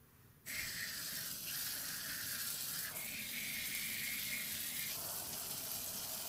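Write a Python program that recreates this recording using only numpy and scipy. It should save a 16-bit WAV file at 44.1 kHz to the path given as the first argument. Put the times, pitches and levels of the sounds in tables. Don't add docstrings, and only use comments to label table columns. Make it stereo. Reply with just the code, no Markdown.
import sys
import numpy as np
from scipy import signal
from scipy.fft import rfft, irfft, next_fast_len
from scipy.io import wavfile
from scipy.ndimage import map_coordinates

SR = 44100
rng = np.random.default_rng(int(sys.argv[2]) if len(sys.argv) > 2 else 0)


def to_wav(s):
    ch = np.atleast_2d(s).T
    pcm = np.round(np.clip(ch, -1, 1) * 32767)
    wavfile.write(sys.argv[1], SR, pcm.astype(np.int16))


N = 276948

OPEN_S, TO_GREEN_S, TO_SOIL_S = 0.4677, 2.93, 4.91


def amp(db):
    return 10 ** (np.asarray(db) / 20)


def unit(x):
    return x / np.sqrt(np.mean(x ** 2) + 1e-20)


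def along(points, hz):
    f, v = np.transpose(points)
    return np.interp(np.log(hz + 1), np.log(f), v)


def curves(rows):
    s, *cols = np.transpose(rows)
    return [np.interp(np.arange(N) / SR, s, c) for c in cols]


def step(at_s, fade_s):
    return 0.5 + 0.5 * np.tanh((np.arange(N) / SR - at_s) / fade_s)


def swell(at_s, length_s):
    return np.exp(-((np.arange(N) / SR - at_s) / length_s) ** 2)


def wobble(rate_hz):
    knots = rng.standard_normal(int(N * rate_hz / SR) + 4)
    return map_coordinates(knots, [np.arange(N) * rate_hz / SR])


def filtered(x, response):
    m = next_fast_len(N + SR // 2)
    return irfft(rfft(x, m) * response(np.fft.rfftfreq(m, 1 / SR)), m)[..., :N]


def coloured(x, spectrum):
    return unit(filtered(x, lambda hz: amp(along(spectrum, hz))))


def resonance(hz, centre_hz, width_hz):
    damping = 1j * hz * width_hz
    return damping / (centre_hz ** 2 - hz ** 2 + damping)


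def droplets(rate_hz, spread_db, wash_db, clump_db, apart):
    lands = rng.random(N) < rate_hz / SR
    size = amp(spread_db * np.clip(rng.standard_normal(N), -3, 2.6))
    paths = rng.choice([-1, 1], N) + apart * rng.uniform(-0.9, 1, (2, N))
    impacts = unit(lands * size * paths)
    noise = rng.standard_normal(N) + apart * rng.standard_normal((2, N))
    wash = amp(wash_db) * unit(noise)
    clumps = amp(clump_db * unit(wobble(45) + wobble(260)))
    return unit((impacts + wash) * clumps)


def bubbles(rate_hz, pitch_hz, scatter, cycles, spread_db, size=100):
    count = int(rate_hz * N / SR)
    when, tune, loud, lag = rng.random((count, 4)).T[:, :, None]
    hz = np.minimum(pitch_hz * np.exp(scatter * (2 * tune - 1)), SR / 2)
    t = np.arange(size) / SR
    level = amp(spread_db * np.minimum(-np.log(1 - loud), 5))
    envelope = level * np.exp(-hz * t / cycles)
    at = ((when * (N - size)).astype(int) + np.arange(size)).ravel()
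    ports = []
    for side in (-1, 1):
        phase = 2 * np.pi * hz * t + side * (2 * lag - 1)
        ports.append(np.bincount(at, (envelope * np.sin(phase)).ravel(), N))
    return unit(np.array(ports))


# (frequency [Hz], level [dB])
ROOM_SPECTRUM = [(15, -24), (25, -15), (64, -9.5), (87, -4), (143, -2.5), (190, -14.5), (246, -7.5),
                 (319, -21.5), (413, -13), (694, -33), (1140, -24), (2790, -41.5), (7000, -36.5),
                 (9100, -73), (15400, -120)]
HISS_SPECTRUM = [(3000, -20), (8000, -26), (9500, -16), (12000, -11), (15300, -9.5)]


def background():
    room = coloured(rng.standard_normal(N) + 0.5 * rng.standard_normal((2, N)), ROOM_SPECTRUM)
    hiss = coloured(rng.standard_normal((2, N)), HISS_SPECTRUM)
    return amp([[-69], [-62]]) * room + amp([[-62], [-73]]) * hiss


# (frequency [Hz], level [dB])
RUSTLE_SPECTRUM = [(500, -19), (1100, -3), (1600, -5), (2200, -10), (3200, -15.5)]
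BUMP_SPECTRUM = [(20, -4), (35, -5), (90, -1), (160, -8.5), (400, -58)]
JET_SPECTRUM = [(6000, -28), (7300, -19), (7750, 6), (8300, -8), (10000, -35)]


def wand():
    rustle = amp(-72.5) * swell(0.22, 0.25) * coloured(rng.standard_normal(N), RUSTLE_SPECTRUM)
    bump = amp(-59) * swell(0.62, 0.094) * coloured(rng.standard_normal(N), BUMP_SPECTRUM)
    jet_gate = step(0.46, 0.008) * swell(0.6, 0.36)
    jet = amp(-54.5) * jet_gate * coloured(rng.standard_normal(N), JET_SPECTRUM)
    return rustle + bump + jet


# (frequency [Hz], level [dB])
SOIL_SPECTRUM = [(200, -25), (330, -6.5), (450, -3.5), (530, -8.5), (620, -1), (760, -2), (900, -2.5),
                 (1100, -3), (1450, -2.5), (2000, -17.5), (3500, -51)]
FLOOR_SPECTRUM = [(30, -12.5), (80, -5), (125, -3.5), (160, 1.5), (200, -2.5), (275, -1.5), (325, -10.5),
                  (450, -19), (520, -15.5), (620, -11), (780, -60), (1200, -50)]
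STRAY_DB, GAP_DB, SOIL_DB, DRUM_DB = -70, -60, -62, -62
CROSS_S, FRESH_DB, SOAK_S = 0.072, 10, 0.29


def patter():
    soft = droplets(rate_hz=1100, spread_db=2.5, wash_db=0, clump_db=0.4, apart=0.62)
    heavy = droplets(rate_hz=900, spread_db=2.0, wash_db=2.5, clump_db=2.0, apart=0.38)
    on_soil_s = np.maximum(np.arange(N) / SR - TO_SOIL_S, 0)
    fresh = np.exp(-on_soil_s / SOAK_S)
    stray = amp(STRAY_DB + 2.7 * wobble(5.01))
    gap = amp(GAP_DB) * swell(TO_GREEN_S + 0.042, CROSS_S)
    soil = amp(SOIL_DB + FRESH_DB * fresh) * step(TO_SOIL_S + 0.047, 0.063)
    drumming = amp(DRUM_DB) * coloured(heavy, FLOOR_SPECTRUM)
    return (stray + gap + soil) * coloured(soft, SOIL_SPECTRUM) + drumming


# (time [s], level [dB])
SPIT_DROPS = [(2.4165, -27), (2.5032, -23), (2.9695, -26), (3.136, -33), (3.7505, -22.5), (3.9005, -24),
              (4.1366, -28), (4.794, -23), (5.3314, -32), (5.5115, -24), (5.7165, -24), (5.785, -30),
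              (6.1191, -28)]


def spits(life_s=0.00057):
    out, t = np.zeros(N), np.arange(SR // 100) / SR
    for s, db in SPIT_DROPS:
        pitch_hz = 12000 * np.exp(0.05 * rng.standard_normal())
        crack = 0.26 * np.diff(rng.standard_normal(len(t) + 1))
        tick = (np.sin(2 * np.pi * pitch_hz * t) + crack) * np.exp(-t / life_s)
        out[round(s * SR):][:len(t)] += amp(db) * tick
    return out


USUAL_RING_DB, RISE_HZ_PER_DB, DRY_SHARP_HZ = -50, 24, 370
DRY_DB = 0.5


def dish(rows, wet_hz, fill_s, width_hz, skirt_hz):
    ring_db, = curves(rows)
    wetted_s = np.maximum(np.arange(N) / SR - rows[0][0], 0)
    dryness = np.exp(-wetted_s / fill_s)
    pitch_hz = wet_hz + DRY_SHARP_HZ * dryness + RISE_HZ_PER_DB * (ring_db - USUAL_RING_DB)
    turn = np.exp(2j * np.pi * np.cumsum(pitch_hz) / SR)
    ring = droplets(rate_hz=1200, spread_db=3.5, wash_db=1.0, clump_db=0.9, apart=0.77) / turn
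    for width in (width_hz, skirt_hz):
        keep = np.exp(-np.pi * width / SR)
        ring = signal.lfilter([1 - keep], [1, -keep], ring)
    radiated = coloured((ring * turn).real, [(700, -27.0), (1300, -8)])
    return amp(ring_db + DRY_DB * dryness) * radiated


# (time [s], level [dB])
BLUE_HITS = [(0.48, -50), (0.6, -43), (0.72, -53), (0.83, -47.5), (1.06, -58), (1.15, -48), (1.42, -66.5),
             (1.55, -52), (2.03, -53), (2.1, -46.5), (2.28, -52), (2.3, -48), (2.59, -59), (2.88, -48.5),
             (2.92, -57)]
GREEN_HITS = [(2.95, -56), (3.2, -44.5), (3.3, -56.5), (3.35, -45.5), (3.53, -47), (4.19, -45.5),
              (4.2, -52), (4.3, -52), (4.34, -43), (4.59, -58.5), (4.84, -48), (4.95, -60)]
# (frequency [Hz], level [dB])
HUM_SPECTRUM = [(130, -20), (185, -11), (212, 5), (245, -5), (340, -41)]


def dishes():
    past_blue, past_green = step(TO_GREEN_S, 0.015), step(TO_SOIL_S, 0.03)
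    blue = dish(BLUE_HITS, wet_hz=1620, fill_s=0.52, width_hz=440, skirt_hz=746)
    green = dish(GREEN_HITS, wet_hz=2102, fill_s=0.26, width_hz=320, skirt_hz=870)
    green = filtered(green, lambda hz: 1 + amp(5.5) * resonance(hz, centre_hz=2151, width_hz=35))
    hum_db = curves(GREEN_HITS)[0] - 16.0
    hum = amp(hum_db) * coloured(rng.standard_normal(N), HUM_SPECTRUM)
    tremble = amp(0.8 * wobble(30))
    blue_part = (1 - past_blue) * amp(-2.0) * tremble * blue
    green_part = (past_blue - past_green) * (amp(-3.5) * tremble * green + hum)
    return blue_part + green_part


# (time [s], fine mist level [dB], splash level [dB])
SPRAY_LEVELS = [(0.5, -49, -54), (0.59, -50, -50), (0.84, -51.5, -49), (1.14, -46.5, -48.5),
                (1.4, -48, -52), (1.61, -44, -47.5), (2.01, -47.5, -50.5), (2.44, -45, -47.5),
                (2.84, -45.5, -48.5), (2.94, -53, -59), (2.97, -44, -58), (3.15, -49.5, -52),
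                (3.59, -46, -49), (4.94, -45, -49), (5.01, -46, -52), (6.27, -46.5, -50.5)]
# (frequency [Hz], level [dB])
BLUE_SPECTRUM = [(900, -21.5), (1500, -24), (2400, -9.5), (2650, -6), (2950, -5), (3850, -4.5), (4400, 2),
                 (5300, 0), (6400, -3), (7500, -13.5), (10000, -18.5)]
GREEN_SPECTRUM = [(900, -20), (1500, -9), (2500, -3.5), (2900, -3.5), (3750, 0), (4300, -1.5), (5000, -2.5),
                  (5500, -6), (6500, -6), (9000, -26)]
SOIL_SPLASH_SPECTRUM = [(900, -15.5), (1500, -13.5), (2100, -9.5), (3050, -2.5), (3550, -6), (4400, -0.5),
                        (5500, 0.5), (6400, -1), (7500, -6), (10000, -25)]
# (frequency [Hz], level [dB])
RIM_SPECTRUM = [(1500, -24), (2300, -6), (2800, 9), (3300, -17), (4200, -36)]


def splash():
    _, splash_db = curves(SPRAY_LEVELS)
    drops = droplets(rate_hz=2200, spread_db=3.5, wash_db=3, clump_db=1.52, apart=1.53)
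    past_blue, past_green = step(TO_GREEN_S, 0.03), step(TO_SOIL_S, 0.05)
    blue = (1 - past_blue) * coloured(drops, BLUE_SPECTRUM)
    green = (past_blue - past_green) * coloured(drops, GREEN_SPECTRUM)
    soil = past_green * coloured(drops, SOIL_SPLASH_SPECTRUM)
    rim = amp(-51.5) * swell(1.494, 0.029) * coloured(drops, RIM_SPECTRUM)
    return amp(splash_db + 0.58) * (blue + green + soil) + rim


# (frequency [Hz], level [dB])
MIST_SPECTRUM = [(3500, -46), (6000, -7.5), (7000, -6.5), (7900, -1.5), (9200, -4.5), (10600, -4),
                 (12000, -1.5), (13500, -3), (15500, -5)]


def mist():
    mist_db, _ = curves(SPRAY_LEVELS)
    drops = droplets(rate_hz=2000, spread_db=7.0, wash_db=2, clump_db=1.42, apart=1.5)
    fizz = bubbles(rate_hz=1500, pitch_hz=12660, scatter=0.26, cycles=5.3, spread_db=3.5)
    return amp(mist_db + 1.92) * coloured(drops + amp(-6.5) * fizz, MIST_SPECTRUM)


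# (centre [Hz], width [Hz], level [dB])
TUB_MODES = [(224, 20, -12.5), (641, 82, -2.5), (1397, 43, -12), (1640, 36, -7), (1840, 67, -5),
             (2397, 40, -1), (5060, 70, -14), (7460, 210, -13)]


def tub(x):
    def response(hz):
        return 1 + sum(amp(db) * resonance(hz, centre, width) for centre, width, db in TUB_MODES)
    return filtered(x, response)


# (frequency [Hz], level [dB])
WET_SPECTRUM = [(200, -8), (2000, -5), (13000, -3)]


def reflections(x, t60_s, size=8192):
    t = np.arange(size) / SR
    decay = amp(-60 * t / t60_s)
    window = np.sin(np.pi * np.arange(size) / size)
    padded = np.pad(x, ((0, 0), (size, 2 * size)))
    out = np.zeros((2, N + 4 * size))
    for start in range(0, N + size, size // 2):
        tail = rng.standard_normal((2, size)) * decay / np.linalg.norm(decay)
        echo = signal.fftconvolve(window * padded[:, start:start + size], tail, axes=1)
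        out[:, start:start + echo.shape[1]] += echo
    return filtered(out[:, size:size + N], lambda hz: amp(along(WET_SPECTRUM, hz)))


# (frequency [Hz], left minus right level [dB])
LEFT_SHADE = [(100, -7.5), (850, -10), (1250, -16.5), (1900, -9.5), (2500, -11), (3200, -5), (4500, -8.5),
              (5800, -9.5), (7000, -18), (7900, -25), (9500, -12), (12000, -11.5), (15500, -8)]


def scene():
    valve = step(OPEN_S, 0.011)
    spray = tub(valve * (mist() + splash() + dishes() + patter()) + spits() + wand())
    left, right = spray + reflections(spray, t60_s=0.1)
    left = filtered(left, lambda hz: amp(along(LEFT_SHADE, hz)) * np.exp(-2j * np.pi * hz * 3e-5))
    return amp(4) * np.array([left, right]) + background()


TOP_HZ = 15600


def record(dry):
    return filtered(dry, lambda hz: hz < TOP_HZ)


dry = scene()
out = record(dry)
to_wav(out)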